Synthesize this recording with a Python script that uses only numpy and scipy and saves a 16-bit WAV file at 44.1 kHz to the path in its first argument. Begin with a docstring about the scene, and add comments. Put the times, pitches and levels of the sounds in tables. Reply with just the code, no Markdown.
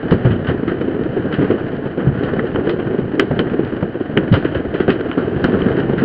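"""Firework shells boom over a city at night, heard from far off through one small microphone.
Nearer crackers snap and far rockets thud; buildings scatter each report into a short cluster of echoes.
Behind them countless smaller bursts merge into a roll with a fine crackle and a few small pops.
The loudest reports overload the recorder."""
import sys
import numpy as np
from scipy import signal
from scipy.fft import rfft, irfft
from scipy.io import wavfile
from scipy.ndimage import uniform_filter1d, minimum_filter1d

SR = 44100
rng = np.random.default_rng(int(sys.argv[2]) if len(sys.argv) > 2 else 0)


def transcribe(signal):
    """Save signal, clipped to [-1, 1], as a 16-bit WAV file at the path in sys.argv[1]."""
    frames = np.atleast_2d(signal).T
    limited = np.clip(frames, -1, 1)
    pcm = np.round(limited * 32767).astype(np.int16)
    wavfile.write(sys.argv[1], SR, pcm)


N = 266364


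def undb(db):
    """Decibels to gain."""
    return 10 ** (np.asarray(db) / 20)


def add(out, s, x):
    """Mix x into out from time s."""
    start = int(np.clip(s * SR, 0, N - 1))
    out[start:start + len(x)] += x[:N - start]


# resonances and dips of the microphone housing: f/Hz, width/Hz, lift/dB
HOUSING_EQ = [(1500, 340, 5), (2250, 230, -2.5), (2530, 230, 1), (2615, 210, -2.5), (3007, 220, 6.5),
              (3460, 340, -5), (3900, 140, -1), (4580, 140, -2.5), (4600, 130, 5)]


def colour(x, tone, size=4096):
    """Shape x with an EQ curve (f/Hz, level/dB) and the ring of the microphone housing."""
    hz = np.maximum(np.arange(size // 2 + 1) * SR / size, 1)
    tone_hz, tone_db = np.transpose(tone)
    db = np.interp(np.log(hz), np.log(tone_hz), tone_db)
    db += sum(lift / (1 + (2 * (hz - centre) / width) ** 2) for centre, width, lift in HOUSING_EQ)
    cepstrum = irfft(np.log(undb(db)))
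    cepstrum[1:size // 2] *= 2  # minimum phase: nothing rings ahead of the attack
    cepstrum[size // 2 + 1:] = 0
    impulse_response = irfft(np.exp(rfft(cepstrum)))
    return signal.fftconvolve(x, impulse_response)[:len(x)]


def fade(t60, size=32768):
    """Exponential decay of unit energy, falling 60 dB in t60 seconds."""
    shape = np.exp(-np.log(1000) * np.arange(size) / SR / max(t60, .002))
    return shape / np.linalg.norm(shape)


def echoes(t60, rise_s):
    """Reflections from many walls: a cluster of random arrivals that builds up and dies away."""
    shape = fade(t60)
    t = np.arange(len(shape)) / SR
    shape *= 1 - np.exp(-(t / max(rise_s, .0002)) ** 2)
    return shape / np.linalg.norm(shape) * rng.standard_normal(len(shape))


def early_reflections(t60, rise_s, size=8192):
    """The first, tight cluster of arrivals, its spectrum evened out so the attack sounds full."""
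    spectrum = rfft(echoes(t60, rise_s)[:size])
    cluster = irfft(spectrum / np.abs(spectrum)) * np.sqrt(fade(t60)[:size])
    return cluster / np.linalg.norm(cluster)


def report(tone, db, rise_s, direct_db, early_t60, echo_t60, echo_db, tail_t60, tail_db):
    """One burst: the direct pulse, early reflections, echoes from the blocks around and a tail."""
    arrivals = undb(echo_db) * echoes(echo_t60, rise_s) + undb(tail_db) * echoes(tail_t60, rise_s)
    add(arrivals, 0, early_reflections(early_t60, rise_s))
    arrivals[0] += undb(direct_db)
    bang = colour(arrivals, tone)
    loudest_power = uniform_filter1d(bang ** 2, size=353, mode="constant").max()
    return bang * undb(db) / np.sqrt(loudest_power)  # the loudest 8 ms set the level


def swarm(tone, per_s, spread_db, t60, echo_db, wash_db):
    """Countless far bursts at random times, each with its echoes, over a wash of reverb; rms 1."""
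    when, softness = rng.random((int(per_s * N / SR), 2)).T
    pulses = np.zeros(N)
    pulses[(when * (N - 1)).astype(int)] = undb(-spread_db * softness)
    pulses /= pulses.std()
    echo_power = np.abs(signal.fftconvolve(pulses ** 2, fade(t60) ** 2)[:N])
    scatter = np.sqrt(undb(echo_db) ** 2 * echo_power + undb(wash_db) ** 2) * rng.standard_normal(N)
    sound = colour(pulses + scatter, tone)
    return sound / sound.std()


# the far bed eases near 4 s, then a barrage sets in: t/s, low fader/dB, crackle fader/dB
BED_FADERS = [(0.0, -20.5, -33.5), (0.893, -22, -35), (0.969, -20, -37), (1.43, -21.5, -31),
              (1.981, -23, -37), (2.241, -20.5, -34), (2.49, -19.5, -34), (3.15, -23, -36.5),
              (3.45, -21, -34.5), (3.649, -22.5, -35.5), (3.991, -28, -37.5), (4.22, -19.5, -35),
              (4.36, -23, -33), (5.18, -24, -35), (5.62, -14.5, -29.5), (6.04, -18.5, -33.5)]


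def bed_faders(s):
    """The bed's low and crackle faders at time s, in dB."""
    times, *faders = np.transpose(BED_FADERS)
    return [np.interp(s, times, fader) for fader in faders]


# shells, rockets and firecracker strings, darkened by the air: f/Hz, level/dB
SHELL_EQ = [(20, -22), (50, -16.5), (72, -8), (120, -0.5), (180, -4), (300, -11), (600, -27.5), (1500, -44),
            (4000, -83.5), (7000, -110)]
ROCKET_EQ = [(50, -23), (140, -4.5), (260, 0), (350, 0), (460, -2), (600, -13.5), (900, -24), (1800, -30.5),
             (3200, -40.5), (6000, -75.5), (12000, -100)]
CRACKLE_EQ = [(200, -14.5), (650, 5.5), (950, -7.5), (1800, -3), (2200, -13.5), (3200, -16), (3550, -23),
              (4600, -35), (5200, -46), (5800, -50.5), (8000, -69.5), (15000, -91)]


def far_bed():
    """The most distant shells, rockets and firecracker strings run together into a bed."""
    low_db, crackle_db = bed_faders(np.arange(N) / SR)
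    rumble = swarm(SHELL_EQ, per_s=56, spread_db=11.5, t60=0.065, echo_db=0, wash_db=-2)
    roll = swarm(ROCKET_EQ, per_s=110, spread_db=17, t60=0.068, echo_db=-0.5, wash_db=1.5)
    crackle = swarm(CRACKLE_EQ, per_s=120, spread_db=24.5, t60=0.14, echo_db=5.5, wash_db=6)
    low_end = rumble * undb(-6) + roll * undb(-1.16)
    return low_end * undb(low_db) + crackle * undb(crackle_db + 1.5)


# a small firecracker through the air, peaky in the mids: f/Hz, level/dB
POP_EQ = [(300, -19), (1000, -11.5), (1700, 3.5), (2400, -11), (3200, -8), (4000, -20), (5000, -30),
          (6000, -45.5), (9000, -70.5)]
# single firecrackers: t/s, level/dB
POP_CUES = [(1.035, -34), (1.765, -39), (2.16, -45), (2.336, -36), (3.151, -36.5), (3.647, -36.5),
            (3.765, -41), (5.008, -30.5), (5.767, -32.5), (5.798, -28.5)]


def pops():
    """Small single firecrackers: short dry ticks on top of the crackle."""
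    out = np.zeros(N)
    for s, db in POP_CUES:
        add(out, s, report(POP_EQ, db, rise_s=0.0014, direct_db=-13, early_t60=0.017,
                           echo_t60=0.044, echo_db=-0.5, tail_t60=0.25, tail_db=-18.5))
    return out


def thud(db, t60, pitch_hz, hump_db=4, hump_octaves=0.26):
    """One far rocket: the air has taken its treble, leaving a hollow knock with a pitch of its own."""
    tone_hz, tone_db = np.transpose(ROCKET_EQ)
    hz = np.geomspace(tone_hz[0], tone_hz[-1], 64)
    lift_db = hump_db * np.exp(-(np.log2(hz / pitch_hz) / hump_octaves) ** 2)
    tone = np.column_stack([hz, np.interp(np.log(hz), np.log(tone_hz), tone_db) + lift_db])
    return report(tone, db, rise_s=0.0037, direct_db=-6, early_t60=0.056,
                  echo_t60=t60, echo_db=2.5, tail_t60=0.32, tail_db=-6)


# far rockets that stand out of the roll: t/s, level/dB, echo t60/s, pitch/Hz
ROCKET_CUES = [(0.118, -6.5, 0.094, 283), (0.248, -11.5, 0.14, 235), (0.297, -30, 0.055, 330),
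               (0.488, -15.5, 0.19, 350), (0.542, -19, 0.042, 340), (0.627, -15, 0.07, 280),
               (0.674, -15.5, 0.2, 340), (0.715, -13.5, 0.11, 360), (0.765, -28, 0.053, 280),
               (0.811, -13.5, 0.032, 300), (0.84, -16.5, 0.16, 364), (0.877, -15, 0.076, 330),
               (0.942, -14.5, 0.068, 375), (1.062, -28.5, 0.042, 320), (1.168, -15, 0.08, 290),
               (1.253, -15, 0.076, 365), (1.331, -19.5, 0.069, 285), (1.386, -13.5, 0.081, 305),
               (1.417, -10.5, 0.12, 377), (1.443, -13.5, 0.05, 380), (1.503, -9, 0.15, 358),
               (1.545, -23.5, 0.06, 360), (1.729, -18.5, 0.09, 340), (1.859, -16, 0.086, 290),
               (1.975, -12.5, 0.18, 320), (2.018, -18.5, 0.06, 330), (2.226, -15, 0.11, 370),
               (2.271, -18.5, 0.06, 320), (2.329, -14, 0.093, 400), (2.385, -13, 0.051, 300),
               (2.438, -15.5, 0.049, 425), (2.555, -15, 0.11, 363), (2.583, -14, 0.33, 315),
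               (2.639, -16.5, 0.17, 345), (2.667, -12.5, 0.056, 330), (2.688, -14.5, 0.11, 365),
               (2.734, -14, 0.029, 380), (2.788, -15, 0.12, 315), (2.869, -15, 0.023, 400),
               (2.905, -18.5, 0.12, 350), (2.939, -11.5, 0.038, 370), (2.984, -12, 0.11, 420),
               (3.136, -15, 0.22, 330), (3.193, -6, 0.061, 371), (3.218, -11, 0.1, 320),
               (3.308, -13.5, 0.09, 280), (3.366, -16, 0.07, 370), (3.39, -9.5, 0.17, 366),
               (3.535, -13.5, 0.049, 290), (3.589, -7, 0.13, 335), (3.721, -17.5, 0.065, 300),
               (3.762, -17, 0.068, 370), (3.826, -11, 0.021, 365), (3.951, -16.5, 0.03, 342),
               (4.004, -12.5, 0.049, 380), (4.168, -7.5, 0.15, 310), (4.229, -14, 0.095, 279),
               (4.332, -10.5, 0.097, 276), (4.368, -13.5, 0.084, 320), (4.447, -8.5, 0.03, 298),
               (4.548, -14, 0.08, 404), (4.597, -19.5, 0.04, 380), (4.648, -17, 0.035, 350),
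               (4.74, -12.5, 0.018, 348), (4.8, -5, 0.019, 363), (4.88, -6, 0.12, 340),
               (4.954, -16.5, 0.05, 350), (5.004, -15.5, 0.031, 310), (5.055, -17.5, 0.14, 355),
               (5.089, -17.5, 0.11, 300), (5.174, -9, 0.26, 280), (5.22, -20.5, 0.06, 330),
               (5.279, -13.5, 0.011, 314), (5.325, -17.5, 0.13, 350), (5.397, -21, 0.06, 330),
               (5.439, -10.5, 0.12, 295), (5.494, -35, 0.05, 350), (5.536, -13, 0.09, 465),
               (5.661, -20, 0.092, 275), (5.772, -12, 0.13, 280), (5.89, -18.5, 0.15, 250),
               (6.014, -9, 0.48, 246)]


def rockets(lesser_per_s=4.8, under_fader_db=7, spread_db=5.5, pitch_range_hz=(240, 428)):
    """Far rockets: the featured thuds, and lesser ones at irregular intervals that ride with the bed."""
    out = np.zeros(N)
    for s, db, t60, pitch_hz in ROCKET_CUES:
        add(out, s, thud(db, t60, pitch_hz))
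    for turn, (delay, strength, pitch) in enumerate(rng.random(size=(40, 3))):
        s = (turn + delay) / lesser_per_s
        low_db, _ = bed_faders(s)
        db = low_db - under_fader_db + spread_db * (2 * strength - 1)
        add(out, s, thud(db, t60=0.064, pitch_hz=np.interp(pitch, [0, 1], pitch_range_hz)))
    return out


# a nearer cracker through the air, mids forward: f/Hz, level/dB
CRACKER_EQ = [(100, -37.5), (400, -13), (900, -6), (1300, -2), (1900, -2.5), (2300, -9.5), (3200, -9.5),
              (3650, -21.5), (4200, -32), (5200, -47.5), (5900, -60), (9000, -74.5), (15000, -88)]
# nearer crackers: t/s, level/dB, body/dB, bite/dB, treble/dB, screening (0 in plain sight, 1 hidden)
CRACKER_CUES = [(0.109, -22.5, -3.5, -7.5, 10, 0.49), (0.122, -24.5, 6, -5, 11, 0.39),
                (0.246, -28, -1.5, -3.5, 6.5, 0.98), (0.305, -30.5, 0.5, 2.5, 6, 0.84),
                (0.469, -25, -1.5, -1.5, 5, 0.75), (0.486, -27.5, -2.5, -5, -1, 0.72),
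                (0.678, -25.5, -4, -7.5, 2, 0.72), (1.325, -24.5, -5.5, -5, 6.5, 0.5),
                (1.341, -26.5, -4.5, 0.5, 7, 0.37), (1.444, -30, -4, -5, 1.5, 0.56),
                (1.509, -29, -2, -2, -0.5, 0.38), (1.995, -28, 3.5, -2, -9, 0.86),
                (2.235, -27, 0, -0.5, 10, 0.38), (2.284, -27.5, 2, -10, -3, 0.65),
                (2.3936, -20, -9, -19, -19.5, 0.054), (2.559, -21, 7, 0.5, -13.5, 0.045),
                (2.67, -29, 6.5, 1.5, 3, 0.45), (2.694, -23.5, -1, 0, 16, 0.37),
                (2.799, -32, -5, -2, -8, 0.31), (3.1963, -7, 0.5, 2.5, 12.5, 0.0088),
                (3.392, -18, -3.5, 2.5, 11.5, 0.08), (3.498, -33.5, -2.5, 1, -11, 0.14),
                (4.1735, -14, -7, 2, -6.5, 0.02), (4.32, -25, 2, 2.5, 15, 0.94),
                (4.34, -18.5, 5, 4.5, 17.5, 0.38), (4.356, -27, 1.5, 8.5, 2.5, 0.5),
                (4.447, -25.5, -5, -4, 1, 0.59), (4.547, -26, -2.5, -2.5, 2.5, 0.62),
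                (4.74, -30, -3.5, -2, 5, 0.78), (4.803, -25.5, -4.5, -2.5, 5, 0.51),
                (4.88, -23.5, 4, -5, 6.5, 0.3), (4.892, -20, 7, 6, -2, 0.55),
                (4.903, -21, -11, 1, 13, 0.36), (5.114, -23, 9.5, 11, 1.5, 0.17),
                (5.178, -26, 4, -10.5, 8, 0.76), (5.441, -16, -3, -11.5, 8.5, 0.16),
                (5.447, -23.5, 1.5, 1, 11, 0.45), (5.538, -25, 9, -2, -7, 0.55),
                (5.619, -27, 2.5, 7, 1, 0.022), (5.977, -24.5, -7, -8.5, 1, 1)]


def crackers():
    """Nearer bursts keep an edge; each path has its own tone, and buildings in the way smear the crack."""
    out = np.zeros(N)
    hz, tone_db = np.transpose(CRACKER_EQ)
    for s, db, body_db, bite_db, treble_db, screening in CRACKER_CUES:
        path_db = np.interp(hz, [1320, 1760, 2270, 3130, 4320, 5500, 7000],
                            [body_db, 0, bite_db, bite_db, treble_db, treble_db, 0])
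        tone = np.column_stack([hz, tone_db + path_db])
        # a screened burst is wetter: its echoes build later and hang longer
        rise_s = 0.00071 * (0.0037 / 0.00071) ** screening
        t60 = 0.085 * (0.3 / 0.085) ** screening
        echo_db = np.interp(screening, [0, 1], [-8, 17.5])
        add(out, s, report(tone, db, rise_s, direct_db=-7, early_t60=0.009,
                           echo_t60=t60, echo_db=echo_db, tail_t60=0.46, tail_db=-22))
    return out


def blast_wave(hz, peak_cycles=0.6, size=8192):
    """The punch of a shell: pressure swings back and forth a few times; peak near 1."""
    cycles = hz * np.arange(size) / SR
    age = cycles / peak_cycles
    return age * np.exp(1 - age) * np.sin(2 * np.pi * cycles)


# large shells: t/s, level before the blast and echo trims/dB, echo t60/s, relative size
SHELL_CUES = [(0.116, -5.5, 0.16, 0.92), (0.252, -4.5, 0.51, 1.14), (0.483, -14.5, 0.15, 1.13),
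              (1.384, -13, 0.34, 0.93), (2.07, -7, 0.19, 1.05), (3.305, -16.5, 0.18, 0.99),
              (4.315, -0.5, 0.2, 0.93), (4.491, -22, 0.12, 1.1), (4.562, -16.5, 0.11, 1.38),
              (4.674, -22.5, 0.13, 2), (5.361, -19.5, 0.13, 1.35), (5.44, -19, 0.18, 1.7),
              (5.564, -21, 0.11, 1.28), (5.977, -13.5, 0.19, 0.78)]


def shells(blast_hz=147, blast_trim_db=3, echo_trim_db=-3.5, echo_lag_s=0.007):
    """Large shells: a blast wave and a rolling tail; the bigger the shell, the deeper the boom."""
    out = np.zeros(N)
    hz, tone_db = np.transpose(SHELL_EQ)
    for s, db, t60, size in SHELL_CUES:
        add(out, s, undb(db + blast_trim_db) * blast_wave(blast_hz / size))
        tone = np.column_stack([hz / size, tone_db])
        rolling_tail = report(tone, db + echo_trim_db, rise_s=0.0048, direct_db=-18, early_t60=0.15,
                              echo_t60=t60, echo_db=4.5, tail_t60=0.19, tail_db=1)
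        add(out, s + echo_lag_s, rolling_tail)
    return out


def scene():
    """All the fireworks sum to mono at one microphone."""
    return (shells() + rockets() + crackers() + pops() + far_bed())[None, :]


def record(dry, ceiling=0.82, detector_s=0.00059, shelf_hz=5700, shelf_db=-4, top_hz=15800):
    """A limiter holds the booms down; the sharpest cracks outrun it and clip. The top is dulled and cut."""
    sensed = np.abs(uniform_filter1d(dry, size=int(detector_s * SR)))
    gain = np.minimum(1, ceiling / np.maximum(sensed, 1e-9))
    gain = uniform_filter1d(minimum_filter1d(gain, size=89), size=89)  # held and smoothed over 2 ms
    clipped = np.clip(dry * gain, -1, 1)
    body = signal.sosfiltfilt(signal.butter(8, shelf_hz, fs=SR, output="sos"), clipped)
    dulled = body + undb(shelf_db) * (clipped - body)
    return signal.sosfilt(signal.ellip(8, .2, 70, top_hz, fs=SR, output="sos"), dulled)


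dry = scene()
out = record(dry)
transcribe(out)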